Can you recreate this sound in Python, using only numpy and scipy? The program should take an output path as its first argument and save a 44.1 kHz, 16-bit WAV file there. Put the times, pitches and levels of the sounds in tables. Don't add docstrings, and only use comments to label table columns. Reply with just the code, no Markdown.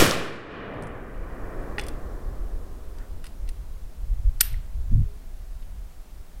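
import sys
import numpy as np
from scipy import signal
from scipy.fft import rfft, irfft, next_fast_len
from scipy.io import wavfile
from scipy.ndimage import uniform_filter1d, minimum_filter1d, map_coordinates

SR = 44100
rng = np.random.default_rng(int(sys.argv[2]) if len(sys.argv) > 2 else 0)


def wrap_up_sound(samples):
    columns = np.atleast_2d(samples).T
    tamed = np.clip(columns, -1, 1)
    steps = np.round(tamed * 32767).astype(np.int16)
    wavfile.write(sys.argv[1], SR, steps)


N = 282240

# freq_hz, density_db
THUD_SPECTRUM = [(20, -29), (50, 5), (80, 11), (125, 3.5), (170, -11), (260, -21.5), (400, -38.5),
                 (900, -71.5)]


def amp(db):
    return 10 ** (np.asarray(db) / 20)


def unit(x):
    return x / np.sqrt(np.mean(x ** 2) + 1e-20)


def along(points, hz):
    freqs_hz, values = np.transpose(points)
    return np.interp(np.log(hz + 1), np.log(freqs_hz + 1), values)


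def since(start_s):
    return np.maximum(np.arange(N) / SR - start_s, 0)


def filtered(x, response):
    n = x.shape[-1]
    size = next_fast_len(n + SR // 4)
    return irfft(rfft(x, size) * response(np.fft.rfftfreq(size, 1 / SR)), size)[..., :n]


def noise(spectrum):
    return unit(filtered(rng.standard_normal(N), lambda hz: amp(along(spectrum, hz))))


def running_rms(x, window_s):
    return np.sqrt(np.abs(uniform_filter1d(x ** 2, max(int(window_s * SR), 1))) + 1e-14)


def ring(modes, t):
    return sum(amp(db - 60 * t / t60_s) * np.sin(2 * np.pi * hz * t) for hz, db, t60_s in modes)


def hush(level_db=-55):
    # freq_hz, density_db
    spectrum = [(88, -27), (150, 11.5), (315, 1.5), (361, 1.5), (575, -1.5), (610, 2), (741, -1),
                (817, -2.5), (2790, -12), (4910, -13.5), (15800, -16)]
    return amp(level_db) * noise(spectrum)


def far_tone(peak_s=5.105, pitch_hz=412, level_db=-55, width_s=0.083):
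    t = np.arange(N) / SR - peak_s
    return amp(level_db) * np.exp(-(t / width_s) ** 2) * np.sin(2 * np.pi * pitch_hz * t)


def eddies(spectrum, window_s):
    turbulence = noise(spectrum)
    return turbulence / running_rms(turbulence, window_s)


def wind(flutter_db=2.5, flutter_hz=15, gust_width_s=0.037, strong_db=-24, thud_max_db=-41):
    # time_s, level_db
    strength = [(1.1, -31), (1.26, -32.5), (2.52, -30.5), (2.53, -24), (2.66, -37), (3.03, -32),
                (3.06, -46), (3.14, -29.5), (3.19, -39), (3.48, -30.5), (3.92, -37.5), (4.08, -23),
                (4.46, -28), (4.52, -22.5), (4.67, -36.5), (5.01, -15), (5.14, -37), (5.78, -32),
                (5.94, -41.5), (6.4, -35.5)]
    # peak_s, lift_db
    gusts = [(1.21, 6.5), (2.32, 7.5), (2.43, 6.5), (4.28, 7.5), (4.78, 7.5)]
    # freq_hz, density_db
    rumble_spectrum = [(10, 4), (25, 7), (45, 2.5), (75, -8), (105, -17.5), (150, -35), (250, -50),
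                       (600, -105)]
    t = np.arange(N) / SR
    gusts_db = sum(db * np.exp(-((t - peak_s) / gust_width_s) ** 2) for peak_s, db in gusts)
    flutter = map_coordinates(rng.standard_normal(N // 100), [t * flutter_hz])
    strength_db = np.interp(t, *np.transpose(strength)) + gusts_db + flutter_db * flutter
    thud_db = thud_max_db + 1.5 * np.minimum(strength_db - strong_db, 0)
    thuds = amp(thud_db) * noise(THUD_SPECTRUM)
    return amp(strength_db) * eddies(rumble_spectrum, window_s=0.15) + thuds


def buffet(start_s=4.9, level_db=-19.5, attack_s=0.034, hold_s=0.079, t60_s=0.12):
    attack = np.minimum(since(start_s) / attack_s, 1)
    decay = amp(level_db - 60 * since(start_s + attack_s + hold_s) / t60_s)
    return attack * decay * eddies(THUD_SPECTRUM, window_s=0.0164)


def near_trees(sound, level_db=-11.5, rise_s=0.02, tail_s=0.6):
    # freq_hz, t60_s
    decay = [(300, 0.66), (2700, 0.48), (5000, 0.35), (9000, 0.27), (15000, 0.17)]
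    # freq_hz, gain_db
    bark = [(300, 6), (1200, -5), (2700, -0.5), (4800, -5), (7000, -11), (10000, -8), (15000, -5)]
    hz, t, spectra = signal.stft(sound, SR, nperseg=128)
    lag_s = t[t < tail_s]
    tail_power = amp(-120 * lag_s / along(decay, hz)[:, None]) * (1 - np.exp(-(lag_s / rise_s) ** 4))
    tail_power /= tail_power.sum(axis=1, keepdims=True)
    power = signal.fftconvolve(np.abs(spectra) ** 2, tail_power, axes=1)[:, :len(t)]
    scatter = signal.stft(rng.standard_normal(N), SR, nperseg=128)[2]
    returned = scatter / scatter.std() * np.sqrt(np.abs(power)) * amp(along(bark, hz))[:, None]
    return amp(level_db) * signal.istft(returned, SR, nperseg=128)[1][:N]


def gun_colour(force, centre_hz, width_oct, body_db=-11, top_hz=14300):
    # freq_hz, width_hz, gain_db
    modes = [(825, 260, 6), (1417, 160, 1.5), (1890, 230, 3), (2630, 330, -2), (3470, 315, -9),
             (4330, 620, -7), (4980, 400, -7), (7500, 350, -12), (8180, 270, -2), (9100, 280, 2),
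             (9850, 290, -3.5), (12050, 120, -4), (12380, 300, -11), (15000, 750, -1)]

    def response(hz):
        resonances = sum(amp(db) * 1j * hz * width_hz / (mode_hz ** 2 - hz ** 2 + 1j * hz * width_hz)
                         for mode_hz, width_hz, db in modes)
        band = 1 / (1 + (np.log2((hz + 1) / centre_hz) / width_oct) ** 4 / 2)
        return (amp(body_db) + resonances) * band / (1 + (hz / top_hz) ** 20)

    return unit(filtered(force, response))


def scrape(peak_s=3.016, level_db=-53, width_s=0.038):
    stroke = np.exp(-((np.arange(N) / SR - peak_s) / width_s) ** 2)
    return amp(level_db) * stroke * gun_colour(rng.standard_normal(N), centre_hz=1250, width_oct=0.53)


def stock_knock(start_s=1.7826, gain_db=-30):
    # freq_hz, level_db, t60_s
    modes = [(430, -0.5, 0.081), (820, 2.5, 0.067), (1470, 0, 0.052), (1900, -8, 0.044), (2840, -3, .06),
             (3430, -12.5, 0.29)]
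    return amp(gain_db) * ring(modes, since(start_s))


def crack_and_clicks(light_t60_s=0.035, light_db=-43.5, halving_db=31.5, blow_gain=0.35):
    # start_s, strength_db, centre_hz, width_oct
    events = [(0.1105, 11, 4870, 0.44), (.738, -52, 5500, .5), (0.8237, -37.5, 7050, 0.6),
              (.834, -42.5, 7000, 0.34), (.8695, -43.5, 7600, .5), (1.7826, -21, 1600, 0.89),
              (1.789, -40, 7550, 0.5), (1.7957, -25, 3170, 1), (1.812, -41, 5950, 1.3),
              (1.836, -43, 5970, 0.54), (1.866, -41.5, 5970, 1.1), (1.884, -35, 5200, 1.04),
              (2.985, -50.5, 4000, 0.78), (3.2422, -39, 2800, 1.9), (3.255, -45, 3500, 1.2),
              (3.2667, -40.5, 3860, 1.6), (3.478, -51, 3288, .6), (3.490, -39, 5100, 1.4),
              (4.4038, -32, 3500, 1.1), (4.4065, -19.5, 5500, 0.77), (4.4084, -6.5, 9460, 1.07),
              (4.4107, -10.5, 3780, 0.99), (4.417, -26, 9000, 0.97), (4.528, -47.5, 8000, 1.2),
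              (4.541, -42, 2080, 0.15), (5.6256, -53.5, 2620, 0.71)]
    out = np.zeros(N + SR)
    t = np.arange(SR // 3) / SR
    blow = blow_gain * unit(signal.unit_impulse(len(t), 20))
    for start_s, strength_db, centre_hz, width_oct in events:
        t60_s = light_t60_s * 0.5 ** (max(strength_db - light_db, 0) / halving_db)
        fade = amp(-60 * t / t60_s)
        chatter = unit(rng.standard_normal(len(t)) * fade)
        click = gun_colour(blow + chatter, centre_hz, width_oct) * np.sqrt(np.mean(fade ** 2))
        out[round(start_s * SR):][:len(t)] += amp(strength_db) * click
    return out[:N]


def steel(snap_s=4.4108, lock_gain_db=-27):
    # freq_hz, level_db, t60_s
    part_modes = [(9405, -2, 0.2)]
    # start_s, gain_db
    jolts = [(.834, -48), (3.2427, -56)]
    # freq_hz, level_db, t60_s
    lock_modes = [(1950, -2.5, 0.038), (1980, -22, 0.18), (2770, -24.5, 0.44), (9000, -9, 0.039),
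                  (12016, -2, 0.23), (12040, 17, .035)]
    jingles = sum(amp(db) * ring(part_modes, since(start_s)) for start_s, db in jolts)
    return jingles + amp(lock_gain_db) * ring(lock_modes, since(snap_s))


def swells(echoes):
    t = np.arange(N) / SR
    power = np.zeros(N)
    for peak_s, level_db, rise_s, t60_s in echoes:
        rise = np.exp(-(np.minimum(t - peak_s, 0) / rise_s) ** 2)
        power += (rise * amp(level_db - 60 * since(peak_s) / t60_s)) ** 2
    return np.sqrt(power)


def far_booms():
    # peak_s, level_db, rise_s, t60_s
    booms = [(.8, -26.5, 0.15, 0.82), (1.7, -46.5, 0.59, 5.47)]
    # freq_hz, density_db
    spectrum = [(30, -11), (100, 3.5), (175, 3), (300, -0.5), (480, -10.5), (800, -7), (2000, -50),
                (5000, -87)]
    return swells(booms) * noise(spectrum)


def near_echo(start_s=0.02401, level_db=26, pitch_hz=430, t60_s=0.011):
    return -ring([(pitch_hz, level_db, t60_s)], since(start_s))


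def blast_colour(hz):
    # freq_hz, density_db
    spectrum = [(20, -9.5), (60, -5), (140, -1), (240, -2.5), (330, 0), (460, 0), (680, -5), (900, -12),
                (1150, -7), (1850, -7), (2600, -10.5), (5000, -13.5), (7500, -15.5), (11000, -18),
                (16000, -24.5)]
    # centre_hz, width_hz, gain_db
    ripple = [(1090, 110, 3), (1820, 130, 0.5), (2175, 130, -4), (2380, 110, 4), (2740, 66, -3),
              (2890, 110, 3.5), (5350, 120, 3)]
    ripple_db = sum(db * np.exp(-((hz - centre_hz) / width_hz) ** 2) for centre_hz, width_hz, db in ripple)
    return amp(along(spectrum, hz) + ripple_db)


def scattered_blast(crack_depth=0.44, crack_decay_s=0.11):
    # freq_hz, loss_db_per_s
    air = [(300, -2), (1000, -1), (2000, 3.5), (3500, 18), (6000, 49.5), (10000, 68), (16000, 98)]
    # peak_s, level_db, rise_s, t60_s
    echoes = [(.015, 11.5, .1, 0.71), (.2, -5.5, 0.11, 1.71), (1.58, -37.5, 0.61, 5.2)]
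    t = np.arange(N) / SR
    trunks = np.repeat(rng.standard_normal(N), repeats=16)[:N]
    cracks = np.exp(crack_depth * trunks * np.exp(-t / crack_decay_s))
    scatter = unit(filtered(cracks * rng.standard_normal(N), blast_colour))
    scatter /= running_rms(scatter, window_s=0.017)
    hz, travel_s, spectra = signal.stft(scatter, SR, nperseg=512)
    loss_db = along(air, hz)[:, None] * travel_s
    roll = signal.istft(spectra * amp(-loss_db), SR, nperseg=512)[1][:N]
    return roll * swells(echoes)


def pressure_swing(level_db=14, suction_s=0.077):
    progress = np.arange(N) / SR / suction_s
    return -amp(level_db) * (1 - progress) * np.exp(-progress)


def scene():
    short_sounds = crack_and_clicks() + steel() + stock_knock() + scrape()
    shot = scattered_blast() + far_booms() + pressure_swing() + near_echo()
    mono = shot + short_sounds + near_trees(short_sounds) + wind() + buffet() + far_tone() + hush()
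    return np.array([mono, mono])


def auto_gain(x, ceiling_db=-15, hold_s=0.46, recovery_per_s=0.79, low_cut_hz=200):
    sensed = filtered(x, lambda hz: hz ** 2 / (hz ** 2 + low_cut_hz ** 2))
    needed = np.minimum(1, amp(ceiling_db) / running_rms(sensed, window_s=0.06))
    half = int(hold_s * SR / 2)
    held = minimum_filter1d(needed, 2 * half + 1, origin=half - SR // 50, mode="nearest")
    climb = recovery_per_s * np.arange(N) / SR
    return np.minimum.accumulate(held - climb) + climb


def record(dry, top_hz=15900):
    clipped = np.clip(dry * auto_gain(dry[0]), -1, 1)
    return filtered(clipped, lambda hz: 1 / np.sqrt(1 + (hz / top_hz) ** 300))


dry = scene()
out = record(dry)
wrap_up_sound(out)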